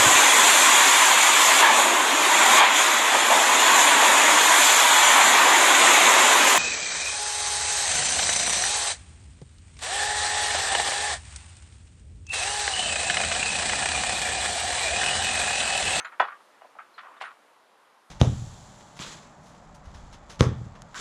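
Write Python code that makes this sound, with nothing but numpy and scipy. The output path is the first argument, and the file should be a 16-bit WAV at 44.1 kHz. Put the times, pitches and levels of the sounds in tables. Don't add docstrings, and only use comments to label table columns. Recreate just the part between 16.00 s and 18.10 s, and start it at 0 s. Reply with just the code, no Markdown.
import sys
import numpy as np
from scipy import signal
from scipy.fft import rfft, irfft
from scipy.io import wavfile
from scipy.ndimage import uniform_filter1d

SR = 44100
rng = np.random.default_rng(int(sys.argv[2]) if len(sys.argv) > 2 else 0)


def natural_amplitude(level_db):
    exponent = np.asarray(level_db, float) / 20
    return 10 ** exponent


def dump_mix(stems):
    frames = np.atleast_2d(stems).T
    limited = np.clip(frames, -1, 1)
    pcm = np.round(limited * 32767).astype(np.int16)
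    wavfile.write(sys.argv[1], SR, pcm)


N = 92610


def band(x, hz, width_hz):
    return signal.lfilter(*signal.iirpeak(hz, hz / width_hz, fs=SR), x)


def steep(x, low_hz, high_hz):
    return signal.sosfilt(signal.butter(4, [low_hz, high_hz], "band", fs=SR, output="sos"), x)


def ring(x, hz, t60):
    pole = np.exp(2j * np.pi * hz / SR - np.log(1000) / (t60 * SR))
    return signal.lfilter([1], [1, -pole], x).imag


def add(out, s, x):
    i = max(int(s * SR), 0)
    out[i:i + len(x)] += x[:N - i]


def walk(rate, size):
    hold = int(SR / rate)
    steps = np.repeat(rng.standard_normal(size // hold + 1), hold)
    return 1.3 * uniform_filter1d(steps, hold)[:size]


def hiss():
    # (frequency [Hz], level [dB per Hz])
    colour = [(70, -36), (228, -13.5), (524, -6.5), (1100, -3.5), (2500, -15), (6000, -24.5), (11000, -28),
              (15000, -39.5)]
    # (time [s], level [dB])
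    stir = [
        (0, 0.5),
        (.7, -0.5),
        (1.3, 0),
        (1.6, -2),
    ]
    level_db, swell_db, flicker_db = -58, 0.3, 1.0
    hz = np.maximum(np.fft.rfftfreq(N, 1 / SR), 1)
    colour_hz, colour_db = np.transpose(colour)
    spectrum = rfft(rng.standard_normal(N)) * natural_amplitude(np.interp(np.log(hz), np.log(colour_hz), colour_db))
    place = 2 * np.log2(hz / 30)
    swell = walk(1.96, N)
    out = 0
    for k in range(20):
        one_band = irfft(spectrum * np.clip(1 - abs(place - k), 0, 1), N)
        out = out + one_band * natural_amplitude(swell_db * swell + flicker_db * walk(12.28, N))
    stir_db = np.interp(np.arange(N) / SR, *np.array(stir).T)
    return out * natural_amplitude(level_db + stir_db) / np.std(out)


def room(x):
    level_db, gap_s, t60_s, top_hz = -11, 0.007, 0.12, 4100
    t = np.arange(SR // 2) / SR
    tail = rng.standard_normal(len(t)) * natural_amplitude(-60 * t / t60_s) * (t > gap_s)
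    tail = signal.lfilter(*signal.butter(1, top_hz, fs=SR), tail)
    return natural_amplitude(level_db) * signal.fftconvolve(x, tail / np.sqrt(np.sum(tail ** 2)))[:N]


def thuds():
    # (time [s], level [dB])
    landings = [
        (0.0, -55.5),
        (0.051, -78),
        (0.205, -46),
        (.225, -62),
        (0.789, -74),
        (0.991, -72),
        (1.215, -68.5),
    ]
    push = np.zeros(N)
    for s, db in landings:
        add(push, s, natural_amplitude(db) * np.hanning(90) / 45)
    floor = ring(push, 131, 0.036)
    hollow = ring(push, 238, 0.052)
    return floor + natural_amplitude(-0.5) * hollow


def squeaks():
    # (time [s], length [s], start pitch [Hz], end pitch [Hz], level [dB])
    chirps = [(0.0, 0.044, 6300, 6300, -68.5), (.048, 0.0083, 6960, 7260, -64),
              (.058, 0.028, 7150, 7000, -80), (.046, 0.0071, 4200, 4180, -54.5),
              (.058, 0.039, 4120, 4000, -72), (0.063, 0.023, 9800, 9900, -80),
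              (0.615, 0.019, 2895, 2860, -68.5), (0.941, 0.021, 4240, 3990, -72.5),
              (0.961, 0.019, 4000, 3790, -72.5), (0.994, .035, 11200, 10800, -79),
              (1.172, 0.0096, 3640, 3650, -66), (1.219, .022, 9230, 9180, -80),
              (1.235, 0.058, 9220, 9235, -70), (1.254, 0.0074, 3840, 3870, -55)]
    flutter_db, wobble = 1.8, 0.003
    out = np.zeros(N)
    for s, length, start_hz, end_hz, db in chirps:
        pitch_drift, level_drift = walk(160, 4000), walk(200, 4000)
        u = np.arange(int(length * SR)) / (length * SR)
        hz = (start_hz + (end_hz - start_hz) * u) * (1 + wobble * pitch_drift[:len(u)])
        fade = np.minimum(8 * u, 1) * np.minimum(2.5 * (1 - u), 1)
        drift_db = flutter_db * (1 + abs(end_hz - start_hz) / 120) * level_drift[:len(u)]
        add(out, s, 2.0 * fade * natural_amplitude(db + drift_db) * np.sin(2 * np.pi * np.cumsum(hz) / SR))
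    return out


def grit():
    # (time [s], level [dB], top frequency [Hz], t60 [s])
    crackles = [(0.0, -62, 4940, 0.061), (0.045, -56, 8100, 0.072), (0.198, -32, 5240, 0.066),
                (.202, -41.5, 7800, 0.067), (.2045, -49, 12000, .02), (.98, -74, 4860, .05),
                (1.208, -42.5, 8950, 0.029), (1.216, -43.5, 8700, 0.059), (1.227, -65, 8500, 0.037),
                (1.245, -54, 8000, 0.092), (1.204, -64, 14500, 0.15)]
    low_hz, scatter_db, attack_s = 2850, 2.5, 0.0047
    out = np.zeros(N)
    t = np.arange(6000) / SR
    for s, db, top_hz, t60 in crackles:
        grains = rng.standard_normal(6000) * natural_amplitude(scatter_db * walk(340, 6000))
        shape = natural_amplitude(db - 60 * t / t60) * np.minimum(t / attack_s, 1)
        add(out, s, shape * steep(grains, low_hz, top_hz))
    return out


def boards(x):
    # (frequency [Hz], level [dB], t60 [s])
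    modes = [(530, -60, 0.11), (640, 4, 0.014), (828, 5.5, 0.047), (889, 4.5, .025), (1080, -5, 0.028),
             (1198, 0.5, .03), (1446, 1.5, 0.036), (1718, 2.5, 0.017), (1907, 1, 0.072), (2104, -7, 0.061),
             (2590, 2.5, 0.01), (2910, 2.5, 0.046), (3420, 6, 0.014), (3730, -11, 0.027)]
    return sum((-1) ** k * natural_amplitude(db) * ring(x, hz, t60) for k, (hz, db, t60) in enumerate(modes)) / 4


def knocks():
    # (time [s], level [dB], contact [ms])
    hits = [(.2006, -11.5, 0.13), (.2036, -2, 0.54), (.2076, -13.5, 0.32), (.2147, -21, 0.8),
            (.218, -23, 0.16), (.2253, -9.5, 0.9), (.2288, -25, 0.44), (.2338, -18.5, 0.43),
            (1.2124, -22, 0.3), (1.2172, -28.5, 0.71), (1.2264, -21, 0.67)]
    push = np.zeros(N)
    for s, db, ms in hits:
        n = max(ms * SR / 1000, 2)
        add(push, s, natural_amplitude(db) * np.sin(np.pi * np.arange(int(n) + 1) / n) / n)
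    return boards(push) + natural_amplitude(6.5) * ring(push, 1100, 0.0078)


def slips():
    # (time [s], level [dB], sole ring [Hz], treble [dB], length [s])
    rise = [(0.0, -37.5, 1362, -21, .012), (0.019, -53.5, 1340, -46, 0.09),
            (0.0473, -34.5, 1481, -15, 0.012), (0.065, -46, 1301, -25, 0.018),
            (0.1167, -48, 1351, -54, 0.028), (0.1973, -18.5, 1255, -32, 0.0098),
            (0.236, -36, 1247, -19.5, 0.021), (0.27, -42, 1163, -20, 0.024),
            (0.283, -39.5, 1260, -35, 0.011), (0.304, -43.5, 1364, -32, 0.0066),
            (0.315, -42, 1244, -39, .017), (0.341, -54, 1100, -34, 0.018), (.404, -54, 1147, -19, 0.0073)]
    # (time [s], level [dB], sole ring [Hz], treble [dB], length [s])
    settle = [(.612, -53, 1034, -20, 0.0033), (.618, -46, 867, -33, 0.0063), (0.64, -54, 824, -35, 0.016),
              (0.646, -47.5, 613, -28, 0.0095), (0.667, -58.5, 820, -24, 0.007),
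              (0.752, -48.5, 880, -32, 0.0034), (0.762, -50, 642, -26, .008),
              (0.787, -38, 1259, -43, 0.0077), (0.7975, -43, 1304, -34, 0.0093),
              (.815, -58.5, 1320, -37, 0.04), (0.979, -41.5, 1330, -9.5, 0.016),
              (1.006, -48, 1367, -15, 0.0089), (1.031, -48.5, 1100, -22, 0.021),
              (1.047, -47, 1114, -51, 0.028), (1.08, -52, 969, -22, 0.053), (1.136, -54.5, 1220, -21, .022),
              (1.158, -52.5, 1179, -16, 0.024), (1.202, -49, 1800, -2.5, 0.0082),
              (1.21, -43, 2213, -4, 0.02), (1.236, -40, 1497, -17.5, 0.026),
              (1.265, -45.5, 1309, -16, 0.026), (1.305, -49.5, 1158, -14, 0.013)]
    clicks_per_s, jitter, scatter_db, step_slip = 650, 0.35, 2.5, 0.22
    attack_s, sag_db, click_top_hz = 0.003, -2, 2780
    sole_q, board_db = 2.15, -12.5
    scrape_low_hz, scrape_top_hz, grain_s = 1800, 4260, 0.0036

    def level(v, length):
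        return v / np.sqrt(np.sum(v ** 2) / (length * SR))

    out = np.zeros(N)
    chance = rng.standard_normal((len(rise + settle), 3, 40))
    for (s, db, hz, treble_db, length), (gap, size, stray) in zip(rise + settle, chance):
        t = np.cumsum(np.exp(jitter * gap)) / clicks_per_s
        t = abs(np.round((t - t[0]) * hz) + step_slip * stray) / hz
        keep = t < length
        shape = np.minimum(t / attack_s + 0.44, 1) * natural_amplitude(sag_db * t / length + scatter_db * size)
        clicks = np.zeros(6000)
        np.add.at(clicks, (t[keep] * SR).astype(int), shape[keep])
        soft = signal.lfilter(*signal.butter(3, click_top_hz, fs=SR), clicks)
        sole = level(band(band(soft, hz, hz / sole_q), hz, 2 * hz / sole_q), length)
        smear = signal.lfilter([1], [1, -np.exp(-1 / (grain_s * SR))], abs(clicks))
        smear = smear * rng.standard_normal(6000)
        scrape = level(steep(smear, scrape_low_hz, scrape_top_hz), length)
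        wood = level(boards(band(band(soft, hz, hz), hz, 2 * hz)), length)
        add(out, s, natural_amplitude(db) * (sole + natural_amplitude(treble_db) * scrape + natural_amplitude(board_db) * wood))
    return out


def scene():
    shoes = slips() + knocks() + squeaks() + grit()
    thin = signal.sosfilt(signal.butter(4, 464, "high", fs=SR, output="sos"), shoes + room(shoes))
    low = signal.lfilter(*signal.butter(1, 70, "high", fs=SR), thuds())
    return (thin + low + hiss())[None]


def top_cut(x):
    return signal.sosfilt(signal.butter(12, 15170, fs=SR, output="sos"), x)


def record(dry):
    notches = (7900, 11900)
    for hz in notches:
        dry = dry - 0.47 * band(dry, hz, 200)
    mix = signal.sosfilt(signal.ellip(8, 0.2, 60, 15100, fs=SR, output="sos"), dry)
    return top_cut(mix)


dry = scene()
out = record(dry)
dump_mix(out)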